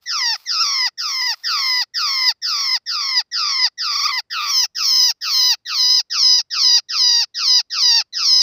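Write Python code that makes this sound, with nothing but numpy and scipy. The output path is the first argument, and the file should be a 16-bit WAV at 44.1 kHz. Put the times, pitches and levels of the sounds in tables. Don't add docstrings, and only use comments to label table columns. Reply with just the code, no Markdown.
import sys
import numpy as np
from scipy import signal
from scipy.fft import next_fast_len
from scipy.io import wavfile
from scipy.ndimage import uniform_filter1d

SR = 44100
rng = np.random.default_rng(int(sys.argv[2]) if len(sys.argv) > 2 else 0)


def file_out(sig):
    cols = np.atleast_2d(sig).T
    lim = np.clip(cols, -1, 1)
    pcm = np.round(lim * 32767).astype(np.int16)
    wavfile.write(sys.argv[1], SR, pcm)


N = 371322
TIME_S = np.arange(N) / SR


# time_s, upright_share (0 pinned, 1 upright)
POSTURE_CURVE = [(0, 0.019), (4.2, .08), (4.35, 0.61), (4.48, 0.39), (4.56, 1), (5.8, 1)]
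def bird(quaver=.006, quaver_hz=45, pinned_strain=.84, beak_hz_per_lift=1800):
    pitch_hz, beak_db, throat_db, beak_hz = gestures()
    upright = np.clip(np.interp(TIME_S, *np.transpose(POSTURE_CURVE)), 0, 1)
    beak_carry_db, throat_carry_db, carry_shift_hz = radiation(pitch_hz, upright)
    turn_db, turn_shift_hz = head_turns()
    lift = catches()
    beak_db = beak_db + beak_carry_db + turn_db + 28 * lift
    throat_db = throat_db + throat_carry_db + 45 * lift
    beak_hz = beak_hz + carry_shift_hz + turn_shift_hz + beak_hz_per_lift * lift
    strain = blend(pinned_strain, 1, upright) * amp(-35 * lift)
    source = syrinx(pitch_hz * (1 + lift + quaver * wander(quaver_hz)), strain)
    low_tone = amp(throat_db) * throat(source, upright)
    shrill_ring = amp(beak_db) * beak(source, upright, beak_hz, pitch_hz)
    return airflow() * (low_tone + shrill_ring)


# start_s, end_s, top_hz, fall_s, held_hz,
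# sag_hz_per_s, beak_db, push_db, throat_db, swell_db_per_s, beak_opening_hz, beak_held_hz
SQUAWK_GESTURES = [ (.056, .366, 2013, 0.089, 897.5, 387.5, -17.5, 1, -30.5, 3, 5160, 5380),
                   (.453, 0.891, 2120, 0.06, 1112, 759.5, -15.5, -0.5, -31.5, 14.5, 5770, 5120),
                   (0.974, 1.348, 1838, 0.059, 1003, 773, -19, 1, -32, 15.5, 5750, 5240),
                   (1.434, 1.841, 1828, .09, 1022, 259, -16.5, 0, -30, -8.5, 5600, 4790),
                   (1.937, 2.325, 1910, 0.065, 1047, 567.5, -16, 6.5, -30, 0, 5430, 4860),
                   (2.416, 2.78, 1885, 0.072, 1067, 610.5, -16.5, 3, -32.5, 10, 5560, 4990),
                   (2.859, 3.221, 1900, 0.067, 1052, 782.5, -18, 7.5, -32, 12, 5400, 4890),
                   (3.313, 3.686, 1960, 0.062, 1059, 891, -16, 5, -30.5, 6, 5620, 4940),
                   (3.774, 4.208, 1960, 0.067, 1080, 341, -17.5, -5.5, -30.5, 10, 5460, 4800),
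                   (4.300, 4.662, 1834, 0.051, 1062, 846, -22.5, -5.5, -27, -2.5, 5100, 5380),
                   (4.747, 5.122, 1923, 0.052, 1017, 359.5, -22.5, -3.5, -29, 5, 5230, 5130),
                   (5.209, 5.552, 1853, 0.061, 995, 350, -23.5, 1.2, -26.5, 13.5, 4870, 4660),
                   (5.651, 6.016, 2001, .068, 1002, -185, -21.5, -1.5, -30.5, -11, 4070, 4930),
                   (6.098, 6.417, 1918, .06, 993.5, 126, -20.5, -4, -31.5, -11.5, 4720, 5080),
                   (6.501, 6.801, 1942, .065, 967.5, 212, -21, 2, -28.5, 4.5, 4586, 4845),
                   (6.885, 7.249, 1930, 0.059, 956.4, 282, -22, -1, -29, 2.5, 4680, 4853),
                   (7.341, 7.616, 1947, 0.077, 984.4, -290, -21.5, 1, -29, 8, 4360, 4810),
                   (7.699, 8.024, 1972, 0.069, 932.6, 261, -21.5, 0.5, -26.5, 19.5, 4468, 4830),
                   (8.125, 8.440, 2028, 0.078, 1015, -110, -20, -1.5, -32.5, -7.5, 4240, 5020), ]
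def gestures():
    times, controls = [], []
    for start, end, *shape in SQUAWK_GESTURES:
        since = np.linspace(0, end - start, 400)
        times.append(start + since)
        controls.append(squawk(since, end - start, *shape))
    return [np.interp(TIME_S, np.concatenate(times), curve) for curve in np.hstack(controls)]


def squawk(t, length_s, top_hz, fall_s, held_hz, sag_hz_per_s, beak_db, push_db, throat_db,
           swell_db_per_s, beak_opening_hz, beak_held_hz, held_at_s=.25, collapse_s=.016):
    left_s = np.maximum(length_s - t, 0)
    held = held_hz - sag_hz_per_s * (t - held_at_s)
    fall = (top_hz - held[0]) * np.exp(-(t / fall_s) ** 1.5)
    collapse = 1 - .37 * np.exp(-(left_s / collapse_s) ** 1.3)
    last_push_db = push_db * bump(left_s, middle_s=.041, half_s=.016)
    swell_db = swell_db_per_s * (t - held_at_s)
    beak_hz = beak_held_hz + (beak_opening_hz - beak_held_hz) * bump(t, 0, half_s=.025)
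    return (held + fall) * collapse, beak_db + last_push_db, throat_db + swell_db, beak_hz


def airflow(attack_s=.016, release_s=.014, lead_s=.00056, lag_s=.0041):
    flow = np.zeros(N)
    for start, end, *_ in SQUAWK_GESTURES:
        opening = np.clip((TIME_S - start + lead_s) / attack_s, 0, 1)
        closing = np.clip((end + lag_s - TIME_S) / release_s, 0, 1)
        flow += opening * np.sin(np.pi / 2 * closing) ** 2
    return flow


# pitch_hz, flutter_share, slips_per_s
ROUGHNESS = [(680, .7, 250), (880, .17, 0), (1030, .18, 0), (1100, .33, 10), (1150, .43, 100),
             (1250, .62, 60), (1550, .95, 10), (2000, .3, 0)]
def syrinx(pitch_hz, strain, flutter_hz=200, swing=.1, throb=.29, slip_rad=.49, slip_loss=.19):
    rasp, slips_per_s = look_up(pitch_hz, ROUGHNESS)
    beat = 2 * np.pi * np.cumsum(flutter_hz * (1 + .05 * wander(25))) / SR
    flutter = strain * rasp * (np.sin(beat) + .4 * np.sin(beat / 2))
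    slip_onsets = rng.random(N) < slips_per_s / SR
    slip = np.minimum(np.convolve(slip_onsets, np.hanning(110), "same"), 1)
    hz = pitch_hz * (1 + swing * flutter + .012 * wander(86) + .006 * wander(480))
    phase = 2 * np.pi * np.cumsum(hz) / SR - slip_rad * slip
    pulses = unit_rms(sum(np.cos(k * phase) * (k * hz < SR / 2) for k in range(1, 21)))
    puffs = .0075 * (1 + np.cos(phase)) * rng.standard_normal(N)
    voice = (pulses + puffs) * (1 + throb * flutter) * (1 - slip_loss * slip)
    return high_pass(voice, .72 * pitch_hz)


# time_s, half_length_s, pitch_lift_share
VOICE_CATCHES = [(0.617, 0.02, 0.17), (1.267, .007, 0.044), (3.96, .006, .08), (3.998, .006, .08),
                 (4.038, .006, .08), (4.06, .011, .18), (4.092, .006, .12), (4.107, .006, .09),
                 (4.44, .014, 0.038), (4.503, 0.009, 0.081)]
def catches():
    return sum(share * bump(TIME_S, s, half_s) for s, half_s, share in VOICE_CATCHES)


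# pitch_hz, beak_pinned_db, beak_upright_db, throat_pinned_db,
# throat_upright_db, pinned_beak_shift_hz
CARRY_BY_PITCH = [ (726, -9.5, -.5, -2.5, -7.5, -100), (920, -.7, 8, 2.5, -4.5, -250),
                  (1000, -2.9, 9.4, 7.8, -7.2, -50), (1090, -4.3, 5.5, 1.5, -8.7, 280),
                  (1245, -4, .4, 5.8, 1.8, -80), (1460, -4.5, -.4, 3, -3.4, -150),
                  (1640, -2.7, -.8, -3.5, -8.5, -50), (2010, -16.5, -8.5, 0, -10.5, 0), ]
def radiation(pitch_hz, upright):
    beak_pinned, beak_up, throat_pinned, throat_up, shift_hz = look_up(pitch_hz, CARRY_BY_PITCH)
    beak_db = blend(beak_pinned, beak_up, upright)
    throat_db = blend(throat_pinned, throat_up, upright)
    return beak_db, throat_db, (1 - upright) * shift_hz


# frequency_hz, gain_db
PINNED_THROAT = [(400, -42.5), (700, -13), (900, -5), (1080, -13), (1220, 0), (1400, 0), (1650, -19.5),
                 (1800, -3), (2000, 2), (2220, -12.5), (2600, -7), (3000, -14.5), (3600, -12), (4600, -54)]
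UPRIGHT_THROAT = [(400, -42), (700, -13), (930, -5.5), (1050, -15.5), (1160, -8), (1280, 1.5), (1450, -6),
                  (1700, -11.5), (1900, -1), (2100, -15.5), (2600, 0.5), (2950, -5.5), (3600, -11.5),
                  (4600, -50)]
def throat(source, upright):
    tone = blend(colour(source, PINNED_THROAT), colour(source, UPRIGHT_THROAT), upright)
    return steadied(tone, band_hz=(550, 2600))


# frequency_hz, gain_db
PINNED_BEAK = [(1800, -49.5), (2900, -17.5), (3500, 6), (4000, -0.5), (4400, 4.5), (4900, 7.5), (5450, 4),
               (6000, -2), (7000, -18), (8200, -25.5), (10000, -42), (12500, -12), (14800, -5.5)]
UPRIGHT_BEAK = [(1800, -39.5), (2900, -31.5), (3400, -4.5), (4000, 3), (4500, 0.5), (5100, 5.5),
                (5600, 1.5), (6050, 1), (6500, -9.5), (7400, -34.5), (10000, -54), (11700, -35.5),
                (13000, -16.5), (14800, -10)]
def beak(source, upright, beak_hz, pitch_hz, grit=.17, shimmer_db=.8):
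    drive = source * (1 + grit * wander(400))
    ring = resonate(drive, beak_hz, width_hz=740)
    ring = blend(colour(ring, PINNED_BEAK), colour(ring, UPRIGHT_BEAK), upright)
    ring = steadied(ring, band_hz=(3400, 8000))
    return sizzle(ring, pitch_hz) * amp(shimmer_db * wander(110))


# time_s, half_length_s, beak_gain_db, resonance_shift_hz
HEAD_JERKS = [(4.11, 0.029, -8, -600), (4.401, 0.076, -5, -1500), (5.712, 0.16, -3.5, -450)]
def head_turns():
    gain_db = sum(db * bump(TIME_S, s, half_s) for s, half_s, db, _ in HEAD_JERKS)
    shift_hz = sum(hz * bump(TIME_S, s, half_s) for s, half_s, _, hz in HEAD_JERKS)
    return gain_db, shift_hz


# time_s, gain_db
BEAK_AIM = [(.7, -2), (1.152, 6), (2.6, 2.5), (3.6, -6), (4.5, 13), (5.4, 14), (6.2, 1)]
def sizzle(ring, pitch_hz, db_per_octave=3):
    treble = signal.sosfiltfilt(signal.butter(4, 7500, "high", fs=SR, output="sos"), ring)
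    octaves = np.log2(pitch_hz / 1000)
    aim_db = np.interp(TIME_S, *np.transpose(BEAK_AIM))
    return ring + treble * (amp(aim_db - db_per_octave * octaves) - 1)


# middle_s, length_s, level_db
STRAW_STROKES = [(0.037, 0.07, -57.5), (0.318, 0.6, -48), (0.648, 0.088, -40.5), (1.444, 0.56, -52.5),
                 (1.676, 0.074, -43.5)]
# frequency_hz, gain_db
STRAW_SPECTRUM = [(100, -36.5), (450, -15.5), (800, -10), (1300, -2), (1700, -13), (2200, -7), (3200, -8),
                  (5000, 2), (6500, -13.5), (9000, -20.5), (12500, -11.5), (15000, -7)]
def straw(snaps_per_s=1500, spread_db=4, swish=.89):
    sizes = amp(spread_db * np.minimum(rng.exponential(1, N), 4))
    snaps = sizes * rng.choice([-1, 1], N) * (rng.random(N) < snaps_per_s / SR)
    grain = unit_rms(colour(unit_rms(snaps) + swish * rng.standard_normal(N), STRAW_SPECTRUM))
    strokes = np.zeros(N)
    for middle_s, length_s, db in STRAW_STROKES:
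        add(strokes, middle_s - length_s / 2, amp(db) * np.hanning(int(length_s * SR)))
    return grain * strokes


# start_s, pitch_hz, level_db
WING_THUMPS = [(.635, 239, -53.5), (1.67, 119.6, -60.5)]
def thumps(rise_s=.01):
    t, out = np.arange(SR // 4) / SR, np.zeros(N)
    envelope = t / rise_s * np.exp(1 - t / rise_s)
    for start_s, hz, db in WING_THUMPS:
        add(out, start_s, amp(db) * envelope * np.sin(2 * np.pi * hz * t))
    return out


def field(x, near_db=-18, near_t60_s=.036, far_db=-50, far_t60_s=.28):
    t, echo = np.arange(SR // 2) / SR, 0
    for db, t60_s in (near_db, near_t60_s), (far_db, far_t60_s):
        tail = rng.standard_normal(len(t)) * amp(-60 * t / t60_s) * (t > .001)
        echo += amp(db) * tail / np.linalg.norm(tail)
    return x + signal.oaconvolve(x, echo)[:N]


# frequency_hz, relative_density_db
AIR_SPECTRUM = [(20, -15.5), (70, -1), (120, -2.5), (200, -7), (400, -9.5), (1000, -14.5), (5000, -25.5),
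                (15000, -42)]
def still_air(level_db=-78):
    return amp(level_db) * unit_rms(colour(rng.standard_normal(N), AIR_SPECTRUM))


def amp(db):
    return 10 ** (np.asarray(db) / 20)


def unit_rms(x):
    return x / np.sqrt(np.mean(x ** 2) + 1e-20)


def add(mix, start_s, sound):
    part = mix[max(round(start_s * SR), 0):][:len(sound)]
    part += sound[:len(part)]


def blend(a, b, share):
    return (1 - share) * a + share * b


def look_up(x, table):
    axis, *columns = np.transpose(table)
    return [np.interp(x, axis, column) for column in columns]


def bump(t, middle_s, half_s):
    return np.exp(-((t - middle_s) / half_s) ** 2)


def wander(rate_hz):
    return unit_rms(signal.sosfilt(signal.butter(2, rate_hz, fs=SR, output="sos"), rng.standard_normal(N)))


def colour(x, outline, size=4096):
    hz, db = np.transpose(outline)
    bin_hz = abs(np.fft.fftfreq(size, 1 / SR)) + 1
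    log_gain = np.log(amp(np.interp(np.log(bin_hz), np.log(hz), db)))
    taps = np.fft.ifft(np.exp(np.conj(signal.hilbert(log_gain)))).real
    return signal.oaconvolve(x, taps[:size // 2])[:len(x)]


def resonate(x, hz, width_hz):
    carrier = np.exp(2j * np.pi * np.cumsum(hz) / SR)
    pole = np.exp(-np.pi * width_hz / SR)
    return 2 * (carrier * signal.lfilter([1 - pole], [1, -pole], x / carrier)).real


def high_pass(x, hz):
    carrier = np.exp(2j * np.pi * np.cumsum(hz) / SR)
    size = next_fast_len(N)
    shifted = np.fft.fft(signal.hilbert(x, size)[:N] / carrier, size)
    return (carrier * np.fft.ifft(shifted * (np.fft.fftfreq(size) > 0))[:N]).real


def steadied(x, band_hz, size=1100):
    band = signal.sosfiltfilt(signal.butter(4, band_hz, "band", fs=SR, output="sos"), x)
    return x / np.sqrt(abs(uniform_filter1d(band ** 2, size)) + 1e-12)


def scene():
    mono = field(bird() + straw() + thumps()) + still_air()
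    return np.array([mono, mono])


def record(dry):
    low_pass = signal.firwin(511, 15500, window=("kaiser", 9), fs=SR)
    return signal.oaconvolve(np.clip(dry, -1, 1), low_pass[None], "same", axes=1)


dry = scene()
out = record(dry)
file_out(out)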